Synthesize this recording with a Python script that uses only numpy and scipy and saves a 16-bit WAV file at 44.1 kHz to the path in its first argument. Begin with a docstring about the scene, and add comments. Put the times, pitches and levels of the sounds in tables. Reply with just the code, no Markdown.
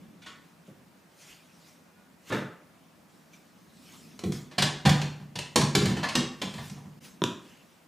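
"""Low rumbling noise, soft hiss and the rustle of clothes and hands run throughout; things shift on a shelf early on.
A tall pantry door is pushed shut: its latch and handle rattle several times while the panel booms.
Last, a plastic tub is set down on a stone counter. Two microphone ports hear nearly the same sound.
Rumble, hiss and rustle are shaped noise. Each contact is a short gritty scrape through resonances, with
ringing tones, a dull push and the echo of hard walls."""
import sys
import numpy as np
from scipy import signal
from scipy.fft import rfft, irfft, next_fast_len
from scipy.io import wavfile
from scipy.ndimage import uniform_filter1d

SR = 44100
rng = np.random.default_rng(int(sys.argv[2]) if len(sys.argv) > 2 else 0)


def invert_db(x):
    """Field ratio 10**(x/20) for x, a level in decibels (scalar or array-like)."""
    u = np.asarray(x, float) / 20
    return 10 ** u


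def store_wav(level_fs):
    """Save 16-bit WAV to argv[1]."""
    pcm = np.round(np.clip(np.atleast_2d(level_fs), -1, 1) * 32767)
    wavfile.write(sys.argv[1], SR, pcm.T.astype(np.int16))


N = 347375  # samples in the scene
SPAN = SR * 3 // 4  # samples kept for one contact and its echo


def unit(x):
    """Scaled to rms 1."""
    return x / np.sqrt(np.mean(x ** 2) + 1e-20)


def along(points, hz):
    """Reads a curve of (pitch_hz, value) points, with pitch on a log axis."""
    point_hz, value = np.transpose(points)
    return np.interp(np.log(hz + 1), np.log(point_hz + 1), value)


def filtered(x, response):
    """Sound whose frequencies are each multiplied by a response, which may be complex."""
    size = next_fast_len(x.shape[-1] + SR // 2)  # spare room lets the ringing die away
    spectrum = rfft(x, size) * response(np.fft.rfftfreq(size, 1 / SR))
    return irfft(spectrum, size)[..., :x.shape[-1]]


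def resonances(peaks):
    """Response of parts that ring after being driven: a sum of (pitch_hz, width_hz, level_db) peaks."""
    return lambda f: sum(invert_db(db) * 1j * f * width / (hz * hz - f * f + 1j * f * width)
                         for hz, width, db in peaks)


def ports(mid, side, apart):
    """Left and right from a shared sound and a sound added to one port and taken from the other."""
    side = filtered(side, lambda hz: invert_db(along(apart, hz)))
    return np.array([mid + side, mid - side])


def swell(peak_s, db, rise_db, fall_db):
    """Gain that climbs to a peak and fades, both at a steady rate in dB per second."""
    t = np.arange(N) / SR - peak_s
    return invert_db(db - np.where(t < 0, -abs(rise_db) * t, abs(fall_db) * t))


def rush(spectrum, apart, patchy_db):
    """Stereo noise of rms 1 with patches of random gain over time and pitch."""
    cells = signal.stft(rng.standard_normal((2, N + 512)), nperseg=512)[2]
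    patches = uniform_filter1d(rng.standard_normal(cells.shape[1:]), size=6, axis=0)
    patches = uniform_filter1d(patches, size=8, axis=1)
    pair = signal.istft(cells * invert_db(patchy_db * unit(patches)), nperseg=512)[1][:, :N]
    mid, side = filtered(pair, lambda hz: invert_db(along(spectrum, hz)))
    return unit(ports(mid, side, apart))


# low rumbling noise over time, stronger during the door contacts: start_s, level_db
RUMBLE_LEVEL = [(0, -51), (.3, -58.5), (.9, -59.5), (1.1, -63.5), (1.7, -60), (2.2, -60.5), (3, -60),
                (3.6, -59), (4.1, -53), (4.6, -54), (7.2, -54.5), (7.88, -64)]
# colour of the rumble: pitch_hz, level_db per Hz
RUMBLE_COLOUR = [(18, -70), (30, -30), (76, -12.5), (134, -10.5), (162, 1), (195, -2.5), (262, -5),
                 (339, -13.5), (500, -20.5), (650, -29), (1100, -120)]
# colour of the hiss: pitch_hz, level_db per Hz
HISS_COLOUR = [(180, -45), (300, -2), (398, -8), (574, -5), (1870, -12), (3580, -19), (6000, -20.5),
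               (13100, -25.5), (16000, -24.5)]
# how far the ports differ in far noise: pitch_hz, side_db relative to mid
FAR_DIFFERENCE = [(60, -6), (180, -10.5), (550, -4.5), (1650, -4.5), (4970, -6), (15000, -20)]


def background():
    """Low rumbling noise whose level changes, stronger during the door contacts, over steady hiss."""
    rumble_gain = invert_db(np.interp(np.arange(N) / SR, *np.transpose(RUMBLE_LEVEL)))
    rumble = rumble_gain * rush(RUMBLE_COLOUR, FAR_DIFFERENCE, patchy_db=0.7)
    hiss = invert_db(-61.5) * rush(HISS_COLOUR, FAR_DIFFERENCE, patchy_db=1)
    return rumble + hiss


# strokes of cloth and skin: peak_s, body_db, treble_db, swelling in dB per s, fading in dB per s
STROKES = [(.02, -68, -79, 200, 60), (.45, -74, -69, 300, 110), (.676, -69, -66, 350, 250),
           (1.222, -66, -56.5, 200, 150), (1.31, -53, -56.5, 150, 120), (1.69, -68.5, -59.5, 61, 113),
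           (2.3, -50, -46.5, 296, 2000), (2.75, -69, -92, 500, 63), (3.1, -94, -67.5, 600, 23),
           (3.334, -61.5, -63, 1200, 150), (3.944, -61.5, -54.5, 60, 44), (4.332, -77, -46.5, 1500, 152),
           (6.648, -56.5, -50.5, 56, 77), (7.048, -56.5, -49.5, 458, 155), (7.5, -61.5, -62, 93, 37)]
# colour of the strokes' body: pitch_hz, level_db per Hz
CLOTH_COLOUR = [(800, -15), (1600, -10.5), (2600, 0), (3600, -5.5), (6000, -30)]
# colour of the strokes' treble: pitch_hz, level_db per Hz
SHEEN_COLOUR = [(3000, -5.5), (5500, -0.5), (9000, -7), (15500, -14.5)]
# how far the ports differ in near sound: pitch_hz, side_db relative to mid
NEAR_DIFFERENCE = [(60, -30), (200, -29), (600, -11.5), (2000, -15), (6000, -22.5), (12000, -18)]


def rustle():
    """Sleeves and palms slide over skin and paint: patchy noise that swells and fades with each stroke."""
    body = sum(swell(s, db, rise_db, fall_db) for s, db, _, rise_db, fall_db in STROKES)
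    treble = sum(swell(s, db, rise_db, fall_db) for s, _, db, rise_db, fall_db in STROKES)
    cloth = body * rush(CLOTH_COLOUR, NEAR_DIFFERENCE, patchy_db=4)
    sheen = treble * rush(SHEEN_COLOUR, NEAR_DIFFERENCE, patchy_db=3.5)
    return cloth + sheen


def ring(modes, attack_s, scatter_db):
    """Fading tones of a struck object, struck with new strengths each time."""
    t = np.arange(SPAN) / SR
    tones = np.zeros(SPAN)
    for hz, db, t60_s in modes:
        strength_db = db + scatter_db * rng.standard_normal()
        tones += invert_db(strength_db - 60 * t / t60_s) * np.sin(2 * np.pi * hz * t)
    return tones * (1 - np.exp(-t / attack_s))


# how long the echo of the hard walls lasts: pitch_hz, t60_s (time to fade by 60 dB)
ECHO_TIME = [(100, 0.7), (400, 0.5), (1500, 0.57), (4000, 0.43), (8000, 0.42), (15000, 0.14)]


def kitchen(x, wet_db):
    """Direct sound, shaded a little at one port, plus a fresh tail whose pitches die at their own speeds."""
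    lead_s = 8e-6  # direct sound reaches one port this much before the other
    hz, t, cells = signal.stft(rng.standard_normal((2, SPAN)), SR, nperseg=256)
    fade = invert_db(-60 * t / along(ECHO_TIME, hz)[:, None])
    tail = signal.istft(cells * fade, SR, nperseg=256)[1][:, :SPAN]
    tail = tail * (1 - np.exp(-np.arange(SPAN) / SR / 0.00058))  # echoes thicken as walls join in
    tail = tail / np.linalg.norm(tail[0])
    mid, side = invert_db(wet_db) * signal.fftconvolve(x[None], tail, axes=1)[:, :SPAN]
    lead = np.gradient(x) * SR * lead_s / 2  # adding a little slope shifts a sound slightly earlier
    return ports(x + mid, side - 0.2 * x, NEAR_DIFFERENCE) + [lead, -lead]


# bright part of a contact: pitch_hz, level_db per Hz
BRIGHT_COLOUR = [(4000, -5.5), (7000, -9), (11000, -20), (16000, -44)]
# dull body of a push: pitch_hz, level_db per Hz
THUD_COLOUR = [(30, -43), (70, -6), (130, 8), (220, 3), (330, -19), (600, -43)]


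def blows(events, low, middle, high, attack_s, thud_db, thud_hz, wet_db):
    """Each contact is a short gritty scrape through the hard parts and a push that rings the soft ones."""
    out = np.zeros((2, N + SPAN))
    t = np.arange(SPAN) / SR
    short = SPAN // 4  # samples kept for the scrape
    for start_s, db, low_db, middle_db, treble_db, centre_hz, scrape_s in events:
        u = t[:short] / max(scrape_s, .0002)
        grit = rng.standard_normal((2, short)) * u * np.exp(-u)

        # the row's centre sets a broad colour; small modes vary in level at random
        peaks = [(centre_hz, 0.95 * centre_hz, 0)]
        peaks += [(hz, width, level - 7.0 + 2.2 * rng.standard_normal()) for hz, width, level in high]
        hard = filtered(grit[0], lambda hz: resonances(peaks)(hz) / (1 + 1j * hz / (2.35 * centre_hz)) ** 2)
        bright = filtered(grit[1], lambda hz: invert_db(along(BRIGHT_COLOUR, hz)))
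        crack = hard / np.abs(hard).max() + invert_db(treble_db) * bright / np.abs(bright).max()

        # the push: noise weakened below thud_hz, fading by 60 dB in 0.44 s
        thud = unit(filtered(rng.standard_normal(SPAN),
                             lambda hz: invert_db(along(THUD_COLOUR, hz)) / (1 + (thud_hz / (hz + 1)) ** 4)))
        thud = invert_db(thud_db - 60 * t / 0.44) * (1 - np.exp(-t / attack_s)) * thud
        boom = ring(low, attack_s, scatter_db=1) + thud

        knock = invert_db(middle_db) * ring(middle, attack_s / 2, scatter_db=3.5)
        knock[:short] += crack
        contact = kitchen(knock, wet_db) + invert_db(low_db) * ports(boom, -boom, NEAR_DIFFERENCE)
        start = round((start_s - .6 * scrape_s) * SR)  # the scrape swells before it is heard as a blow
        out[:, start:start + SPAN] += invert_db(db) * contact
    return out[:, :N]


# things shifted on a shelf: start_s, hard_db, board_db and treble_db relative to hard, hard_centre_hz
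SHELF_CONTACTS = [(.222, -45, -27, -25, 2620), (.264, -34.5, -29.5, -7.5, 2000), (.685, -59, 7, -16, 1200),
                  (2.305, -28, -13, -23, 1460), (2.324, -22, -8.5, -14.5, 1440),
                  (2.345, -32.5, -1.5, -25, 1280)]
# tones of the shelf board: pitch_hz, level_db (relative), t60_s
BOARD_TONES = [(132, -28, 0.18), (195, 7, 0.15), (234, -1.5, 0.33), (295.4, 0, 0.18)]
# tones of the jars: pitch_hz, level_db (relative), t60_s
JAR_TONES = [(321, 2, 0.055), (382, 1, 0.061), (438, -2.5, 0.066), (530, -3, 0.05), (600, -4, 0.051),
             (697, -16, 0.07)]
# resonances of the shelf goods: pitch_hz, width_hz, level_db (relative)
CLATTER_PEAKS = [(955, 55, -17), (1470, 57, 7.5), (2420, 120, -17), (3330, 230, -1), (5750, 74, -3)]


def shelf():
    """Things shift on a board: what shakes the board shakes the jars on it."""
    rows = []
    for s, db, board_db, treble_db, hz in SHELF_CONTACTS:
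        jar_db = 5 + 0.82 * board_db  # relative to the hard part
        rows.append((s, db, board_db, jar_db, treble_db, hz, .007))  # scrape length in s
    return blows(rows, BOARD_TONES, JAR_TONES, CLATTER_PEAKS, attack_s=0.0055, thud_db=3, thud_hz=112, wet_db=2)


# faint wavering tones inside the pantry: pitch_hz, level_db (relative, applied twice)
WHINE_TONES = [(972, -2), (1450, 0), (2040, -6), (2450, -3)]
# their one swell: peak_s, level_db, swelling in dB per s, fading in dB per s
WHINE_RISE = (2, -69, 35, 70)


def whine():
    """Faint wavering tones: narrow bands of noise that swell and fade."""
    lines = [(hz, 14, db) for hz, db in WHINE_TONES]  # each resonance is 14 Hz wide
    tones = filtered(rng.standard_normal(N), lambda hz: resonances(lines)(hz) ** 2)  # squared: narrower
    return swell(*WHINE_RISE) * unit(tones)


# tones of a small jar: pitch_hz, level_db (relative), t60_s
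GLASS_TONES = [(2330, 3, .07), (2450, -2.5, 0.077), (5900, -4, .12)]
# when it is touched: start_s, level_db
GLASS_TOUCHES = [(3.334, -52)]


def glass():
    """A small jar pings when brushed: a few high tones fade in the room."""
    out = np.zeros((2, N + SPAN))
    for start_s, db in GLASS_TOUCHES:
        start = round(start_s * SR)
        ping = ring(GLASS_TONES, attack_s=0.0016, scatter_db=1.5)
        out[:, start:start + SPAN] += invert_db(db) * kitchen(ping, wet_db=-8)
    return out[:, :N]


# latch, handle and door contacts: start_s, hard_db, panel_boom_db and edge_knock_db relative to hard,
# hard_centre_hz
DOOR_CONTACTS = [(4.192, -38, -21, -15, 5100), (4.238, -33.5, 7.5, 12.5, 4300),
                 (4.322, -37.5, -1, 5.5, 6600), (4.515, -41.5, -29, -9, 1953), (4.584, -14, -14, -14, 2276),
                 (4.623, -14, -17, -11, 3037), (4.856, -13, -2.5, -11, 1901),
                 (4.894, -16.5, -16, -19, 2957), (5.016, -25, -8, -12.5, 2544), (5.202, -47, 6, 0, 1470),
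                 (5.357, -27.5, -11.5, -17, 2810), (5.389, -24.5, -37, -20, 3720),
                 (5.5593, -10.5, -15.5, -2.5, 3586), (5.614, -20.5, -5.5, -2, 3250),
                 (5.752, -12, -9, -2.5, 3330), (5.817, -24.5, -1, 5.5, 1867), (5.857, -21, -3.5, 0.5, 3027),
                 (5.896, -29, -0.5, 2.5, 1780), (5.969, -28.5, -5.5, -3, 1780),
                 (6.034, -20, -16.5, -10.5, 1495), (6.089, -23.5, -28, -19, 2580),
                 (6.154, -13.5, -17.5, -4.5, 2960), (6.418, -22.5, -16.5, -7.5, 2570),
                 (6.54, -36, -3.5, -7, 3016), (6.582, -34.5, -3, -15, 1550), (6.699, -42, 1.5, -5, 4990),
                 (6.773, -45.5, 1.5, 0, 800), (6.852, -53.5, 8.5, 2, 800)]
# tones of the door panel: pitch_hz, level_db (relative), t60_s
PANEL_TONES = [(48.3, -17.5, 0.57), (84.5, -8.5, 0.31), (147.16, 2.5, 0.54), (192.7, 6.5, 0.22),
               (225.5, -4.5, 0.35)]
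# tones of the door edge: pitch_hz, level_db (relative), t60_s
EDGE_TONES = [(246, -6.5, 0.11), (288.5, 2, 0.057), (338, 0.5, 0.069), (403.6, -5.5, 0.083),
              (479, -8, 0.056)]
# resonances of latch and handle: pitch_hz, width_hz, level_db (relative)
LATCH_PEAKS = [(612, 33, 6.5), (708, 58, 3.5), (793, 87, 13), (978, 132, 13), (1113, 78, 4), (1780, 130, 8),
               (2410, 46, -21), (2820, 1000, 2), (3520, 1500, 5.5), (4160, 230, 7), (4540, 110, -15)]


def door():
    """Latch and handle rattle, edge knocks, panel booms; higher contacts are shorter and carry more treble."""
    clink_hz = 2480  # a contact centred here has -4.5 dB of treble and a 4.8 ms scrape
    rows = []
    for s, db, boom_db, edge_db, hz in DOOR_CONTACTS:
        treble_db = -4.5 + 8 * np.log2(hz / clink_hz)  # 8 dB more per octave
        scrape_s = np.clip(.0048 * (clink_hz / hz) ** 2, .002, .0085)
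        rows.append((s, db, boom_db, edge_db, treble_db, hz, scrape_s))
    return blows(rows, PANEL_TONES, EDGE_TONES, LATCH_PEAKS, attack_s=0.013, thud_db=0.5, thud_hz=25, wet_db=-0.5)


# two late door contacts shake the panel: peak_s, level_db, fading in dB per s
PANEL_SHAKES = [(6.439, -34.5, 195), (6.604, -51.5, 30)]


def panel_shake():
    """Two late door contacts shake the panel: low noise rings through its tones and fades."""
    peaks = [(hz, 2.2 / t60_s, db) for hz, db, t60_s in PANEL_TONES]  # longer ringing means a narrower peak
    shakes = sum(swell(s, db, 894, fall_db) for s, db, fall_db in PANEL_SHAKES)  # swelling at 894 dB per s
    return shakes * unit(filtered(rng.standard_normal(N), resonances(peaks)))


# the tub's rim meets the counter: start_s, hard_db, base_db and treble_db relative to hard, hard_centre_hz
TUB_CONTACTS = [(7.2192, -15.5, -14.5, -36, 1100), (7.239, -12, -25.5, -1.5, 1450)]
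# tones of the tub on the counter: pitch_hz, level_db (relative), t60_s
BASE_TONES = [(93, -18, .15), (178, -12, 0.18), (196, 0.5, 0.17)]
# tones of the tub wall: pitch_hz, level_db (relative), t60_s
WALL_TONES = [(303, 7.5, 0.02), (370, 8.5, 0.025), (505, 7, 0.017), (614, 2.5, 0.017), (962, -0.5, 0.03)]
# resonances of the rim: pitch_hz, width_hz, level_db (relative)
RIM_PEAKS = [(3380, 590, 7.5), (5320, 240, 9), (7140, 330, -19)]


def tub():
    """Plastic on stone: very short contacts ring the tub's rim, wall and base."""
    wall_db, scrape_s = -8, 0.00044  # wall ring relative to the hard part
    rows = [(s, db, base_db, wall_db, treble_db, hz, scrape_s) for s, db, base_db, treble_db, hz in TUB_CONTACTS]
    return blows(rows, BASE_TONES, WALL_TONES, RIM_PEAKS, attack_s=0.0049, thud_db=0, thud_hz=110, wet_db=-6.0)


# all sound dips briefly: centre_s, half_length_s, depth_db
BRIEF_DIP = (7, 0.0057, 17)


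def scene():
    """Everything in the kitchen at the two ports, with one brief dip in level."""
    centre_s, half_s, depth_db = BRIEF_DIP
    dip = invert_db(-depth_db * np.exp(-((np.arange(N) / SR - centre_s) / half_s) ** 2))
    return dip * (background() + rustle() + shelf() + whine() + glass() + door() + panel_shake() + tub())


def top_cut(x):
    """Nothing passes above the cut-off."""
    return signal.sosfilt(signal.butter(12, 16520, fs=SR, output="sos"), x)


def record(dry):
    """Deepest bass is weakened, and the band ends sharply near 15.5 kHz."""
    low_hz, top_hz = 46.7, 15470

    def band(hz):
        """Bass falls away below low_hz; everything above top_hz is 25 dB weaker."""
        return (1j * hz / (low_hz + 1j * hz)) ** 2 * invert_db(-25 * (hz > top_hz))

    heard = filtered(dry, band)
    return top_cut(heard)


dry = scene()
out = record(dry)
store_wav(out)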